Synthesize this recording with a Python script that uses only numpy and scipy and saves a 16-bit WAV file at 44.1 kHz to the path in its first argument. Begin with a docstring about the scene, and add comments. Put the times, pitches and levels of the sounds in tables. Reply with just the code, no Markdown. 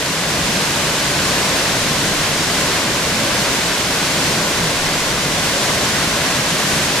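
"""A tall waterfall drops down a cliff onto boulders, heard from some way off across its stream.
From the start, countless drops splash on rock, bubbles ring in the run-off, heavy strands boom in the
pool and water churns in a hollow; the ground returns a short echo that ripples the rush.
Now and then the boom swells briefly and sheets of water break on the rocks. A light breeze rumbles on
the microphone, gusting near 2 s. Two distinct thuds come from the pool near 4.5 s, then a second gust."""
import sys
import numpy as np
from scipy import signal
from scipy.fft import rfft, irfft
from scipy.io import wavfile

SR = 44100
rng = np.random.default_rng(int(sys.argv[2]) if len(sys.argv) > 2 else 0)


def log_audio(samples):
    """Write samples as a 16-bit WAV file to the path given in sys.argv[1]."""
    # one column per channel
    frames = np.atleast_2d(samples).T
    # limit to full scale, then quantise
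    limited = np.clip(frames, -1, 1)
    pcm = np.round(limited * 32767).astype(np.int16)
    wavfile.write(sys.argv[1], SR, pcm)


N = 308700
HZ = np.maximum(np.arange(N // 2 + 1) * SR / N, 1)  # the frequency of each point in a spectrum


def from_db(db):
    """Turn decibels into a number to multiply by."""
    return 10 ** (np.asarray(db) / 20)


def rms_one(x):
    """Scale a signal to an average power of 1."""
    return x / np.sqrt(np.mean(x ** 2) + 1e-20)


def in_time(rows):
    """Join a table's points to get a value at every sample."""
    return np.interp(np.arange(N) / SR, *np.transpose(rows))


def over_hz(points):
    """Join a table's points on a log axis to get a value at every frequency."""
    hz, value = np.transpose(points)
    return np.interp(np.log(HZ), np.log(hz), value)


def drift(rate):
    """A random wobble of typical size 1 that changes about `rate` times a second."""
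    hz = np.fft.rfftfreq(N, 1 / SR)
    noise = rfft(rng.standard_normal(N))
    return rms_one(irfft(noise * (hz > 0) / (1 + (hz / rate) ** 2), N))


def swell(peak_s, half_length_s):
    """A smooth rise to 1 and fall around one moment."""
    return np.exp(-((np.arange(N) / SR - peak_s) / half_length_s) ** 2)


def resonance(hz, width_hz):
    """How a ringing thing answers each frequency: most strongly (1) at its own pitch."""
    return 1 / (1 + 1j * (HZ ** 2 - hz ** 2) / (HZ * width_hz))


def impacts(per_s, spread_db):
    """Two unrelated streams of random hits, many small and a few large."""
    sizes = from_db(spread_db * np.minimum(rng.exponential(1, (2, N)), 4)) * rng.standard_normal((2, N))
    return rms_one(sizes * (rng.random((2, N)) < per_s / SR))


def widen(pair):
    """Make two unrelated spectra one wide sound: long waves reach both sides alike, short ones do not."""
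    # how alike left and right are: f/Hz, likeness (1 = the same)
    likeness = [(60, 1), (150, 0.99), (300, 0.98), (450, 0.94), (750, 0.82), (1100, 0.84), (1600, 0.67),
                (2100, 0.52), (2900, 0.28), (4200, 0.38), (6500, 0.13), (9500, 0.3), (13000, 0.092)]
    # the streams are spread unevenly: f/Hz, left minus right level/dB
    balance = [(200, 0.2), (500, 0.6), (800, 1.3), (1100, .6), (1600, 0.5), (2300, -2), (3000, -1),
               (4400, 1.1), (6500, 0.3), (9000, -.1)]
    # how far the wave on the left runs ahead: f/Hz, lead/radians
    lead = [(150, -0.02), (400, 0.3), (850, 0.19), (1300, 0.66), (1900, 0.16), (3000, 0.41), (6000, 0.39),
            (10000, -0.64), (13000, -.8)]
    alike = np.clip(over_hz(likeness), 0, .998)
    sides = np.array([[1], [-1]])
    both = np.sqrt(1 + alike) * pair[0] + sides * np.sqrt(1 - alike) * pair[1]
    balanced = both * from_db(sides * over_hz(balance) / 2)
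    return rms_one(irfft(balanced * np.exp(.5j * sides * over_hz(lead)), N))


def splash(drops_per_s, spread_db, clump_db, spray_db, spray_hz):
    """Drops merge into a rush; water lands in clumps, and the fine spray flutters a little on its own."""
    # the tone of water hitting rock: f/Hz, level/dB
    tone = [(110, -9), (310, 1.85), (470, -1.5), (590, -1.1), (720, -1), (850, -3.5), (1060, -1.6),
            (1270, -3.5), (1550, -2), (2400, -3.5), (2900, -4), (4300, -5), (6800, -7.5), (8200, -11),
            (10000, -14), (11300, -17.5), (13000, -18.5), (14600, -28)]
    # the treble against the rest of the rush: t/s, level/dB
    treble = [(0, -0.5), (.55, 0.3), (1.3, 0), (2.3, .4), (2.6, 0.5), (2.86, -1), (3.02, 0.2), (3.5, -0.3),
              (4.0, 1), (4.48, 0.5), (4.76, -0.6), (5.3, 0), (5.93, 0.4), (6.1, 0), (6.7, 0.8), (7, 0)]
    hits = rfft(impacts(drops_per_s, spread_db)) * from_db(over_hz(tone))
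    rush = widen(hits * HZ / np.hypot(HZ, 30))  # fades out below 30 Hz
    spray = irfft(rfft(rush) * HZ ** 2 / (HZ ** 2 + spray_hz ** 2), N)
    flutter = from_db(in_time(treble) + spray_db * drift(13))
    clumps = from_db(clump_db * drift(5.0))
    return (rush + spray * (flutter - 1)) * clumps


def low_middle(rush, hz, width_hz):
    """The body of the rush fills out and thins a little on its own."""
    # the low middle tones against the rest of the rush: t/s, level/dB
    fullness = [(0, -1.8), (0.7, -1.2), (1.55, 0.5), (2.35, -0.9), (3.0, 0.5), (3.3, -2), (3.55, 1),
                (3.95, -1.5), (4.2, 0.5), (4.95, -1), (5.9, 0.5), (6.35, -2), (6.75, 1), (7, -0.7)]
    band = irfft(rfft(rush) * np.abs(resonance(hz, width_hz)) ** 2, N)
    return rush + band * (from_db(in_time(fullness)) - 1)


def bubbles(per_s, spread_db, sharpness, count=20):
    """Single bubbles in the run-off between the boulders ring briefly, each size at its own pitch."""
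    rings = sum(rfft(impacts(per_s / count, spread_db)) * resonance(hz, hz / sharpness) / np.sqrt(hz)
                for hz in np.geomspace(500, 5000, count))
    return widen(rings)


def plunge(throb_db):
    """Heavy strands drive air under water; each cloud of bubbles booms at its own low pitch."""
    # clouds of bubbles pulsing in the pool: f/Hz, half width/Hz, relative level/dB
    clouds = [(55, 20, -8.5), (83, 13, -5.5), (132.2, 28, -1), (164.6, 26.3, -0.5), (210.6, 42, -3.5),
              (273.6, 16.4, -5.5)]
    boom = sum(from_db(db) * resonance(hz, 2 * half_width) ** 2 * rfft(rng.standard_normal((2, N)))
               for hz, half_width, db in clouds)
    return widen(boom) * from_db(throb_db * drift(3.7))


def hollow(hz, width_hz):
    """Water tumbling into a gap between the boulders stirs the air in it."""
    # how loudly the water churns: t/s, level/dB
    churn = [(0, -39), (0.95, -36), (1.17, -52), (1.42, -32), (1.9, -45), (2.45, -39), (2.68, -33),
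             (3.0, -39), (3.25, -28), (3.8, -42), (4.85, -34), (5.2, -40), (5.72, -30), (6.05, -40),
             (6.23, -31), (6.45, -50), (7, -35)]
    noise = rfft(rng.standard_normal((2, N)))
    return from_db(in_time(churn)) * widen(noise * resonance(hz, width_hz) ** 2)


def ground_echo(x, delay_s, share, dull_hz):
    """The stony bank adds one short, dull echo."""
    echo = share * np.exp(-2j * np.pi * HZ * delay_s) / (1 + (HZ / dull_hz) ** 4)
    return irfft(rfft(x) * (1 + echo), N)


def low_swells(half_length_s, wobble):
    """The pool's boom swells briefly on a sliding, shaky pitch; near 4.5 s this makes two distinct thuds."""
    # brief low swells in the boom: t/s, f/Hz, slide/(share of the pitch per s), level/dB
    peaks = [(0.56, 182, 2.5, -22.5), (4.42, 172, 2.5, -23.5), (4.65, 165.5, -2, -20),
             (6.86, 151, 1.5, -26)]
    swells = 0
    for peak_s, hz, slide, db in peaks:
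        pitch = hz * (1 + slide * (np.arange(N) / SR - peak_s) + wobble * drift(29.6))
        tone = np.sin(2 * np.pi * np.cumsum(pitch) / SR)
        swells = swells + from_db(db) * swell(peak_s, half_length_s) * tone
    return swells


def sheets(hz, width_hz, drops_per_s, spread_db):
    """Each sheet of water bursts into coarse drops, a brief swell in the middle tones of the rush."""
    # thick sheets breaking on the rocks: t/s, half length/s, level/dB
    bursts = [(1.1, 0.1, -30), (1.37, 0.05, -27), (2.25, 0.056, -27), (2.77, 0.05, -25), (5.97, 0.06, -27),
              (6.27, 0.09, -28), (6.76, 0.14, -30)]
    drops = widen(rfft(impacts(drops_per_s, spread_db)) * resonance(hz, width_hz) ** 2)
    return drops * sum(from_db(db) * swell(peak_s, half_length_s) for peak_s, half_length_s, db in bursts)


def breeze(calm_db, gust_half_length_s, top_hz, shared):
    """Swirls of air press on the microphone's two openings, partly together, and harder in gusts."""
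    # gusts at their peaks: t/s, level above the calm/dB
    gusts = [(2.15, 15), (4.95, 17)]
    gust_db = sum(db * swell(peak_s, gust_half_length_s) for peak_s, db in gusts)
    left, right, common = rng.standard_normal((3, N))
    swirls = rfft(np.array([left, right]) + shared * common)
    rumble = swirls * HZ / np.hypot(HZ, 12) / np.sqrt(1 + (HZ / top_hz) ** 5)  # keeps 12 Hz to top_hz
    return from_db(calm_db + gust_db) * rms_one(irfft(rumble, N))


def scene():
    """Rush, run-off and pool swell and ease together; churning, low swells, sheets and wind join them."""
    # the swell of the rush: t/s, level/dB
    flow = [(0.0, -1.8), (0.15, -1.6), (0.28, -0.8), (0.6, -0.3), (1.17, 0), (1.44, 1), (1.85, -0.05),
            (2.45, -0.1), (2.67, 0.6), (2.97, -0.4), (3.5, 0.6), (3.78, -0.4), (4.22, 0.2), (4.95, -0.24),
            (5.2, -0.75), (5.7, 0.5), (6.47, 0), (7.0, 0.2)]
    flow_db = in_time(flow)
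    runoff_swing, pool_swing = 2.2, 0.33  # times as far as the rush swells
    drops = splash(drops_per_s=42000, spread_db=.5, clump_db=0.1, spray_db=0.52, spray_hz=4000)
    rush = low_middle(from_db(flow_db - 17.5) * drops, hz=352, width_hz=210)
    runoff = from_db(runoff_swing * flow_db - 31) * bubbles(per_s=2200, spread_db=1.5, sharpness=12.5)
    rocks = hollow(hz=583, width_hz=110)
    rocks += sheets(hz=1600, width_hz=1250, drops_per_s=3000, spread_db=1.0)
    pool = from_db(pool_swing * flow_db - 27.5) * plunge(throb_db=1.0)
    pool += low_swells(half_length_s=0.051, wobble=0.048)
    wind = breeze(calm_db=-52.5, gust_half_length_s=0.56, top_hz=44, shared=0.5)
    return ground_echo(rush + runoff + rocks, delay_s=0.00197, share=0.11, dull_hz=2200) + pool + wind


def record(dry):
    """Cut off the very highest tones steeply."""
    cutoff_hz = 14750
    return signal.sosfilt(signal.ellip(10, .1, 80, cutoff_hz, fs=SR, output="sos"), dry)


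dry = scene()
out = record(dry)
log_audio(out)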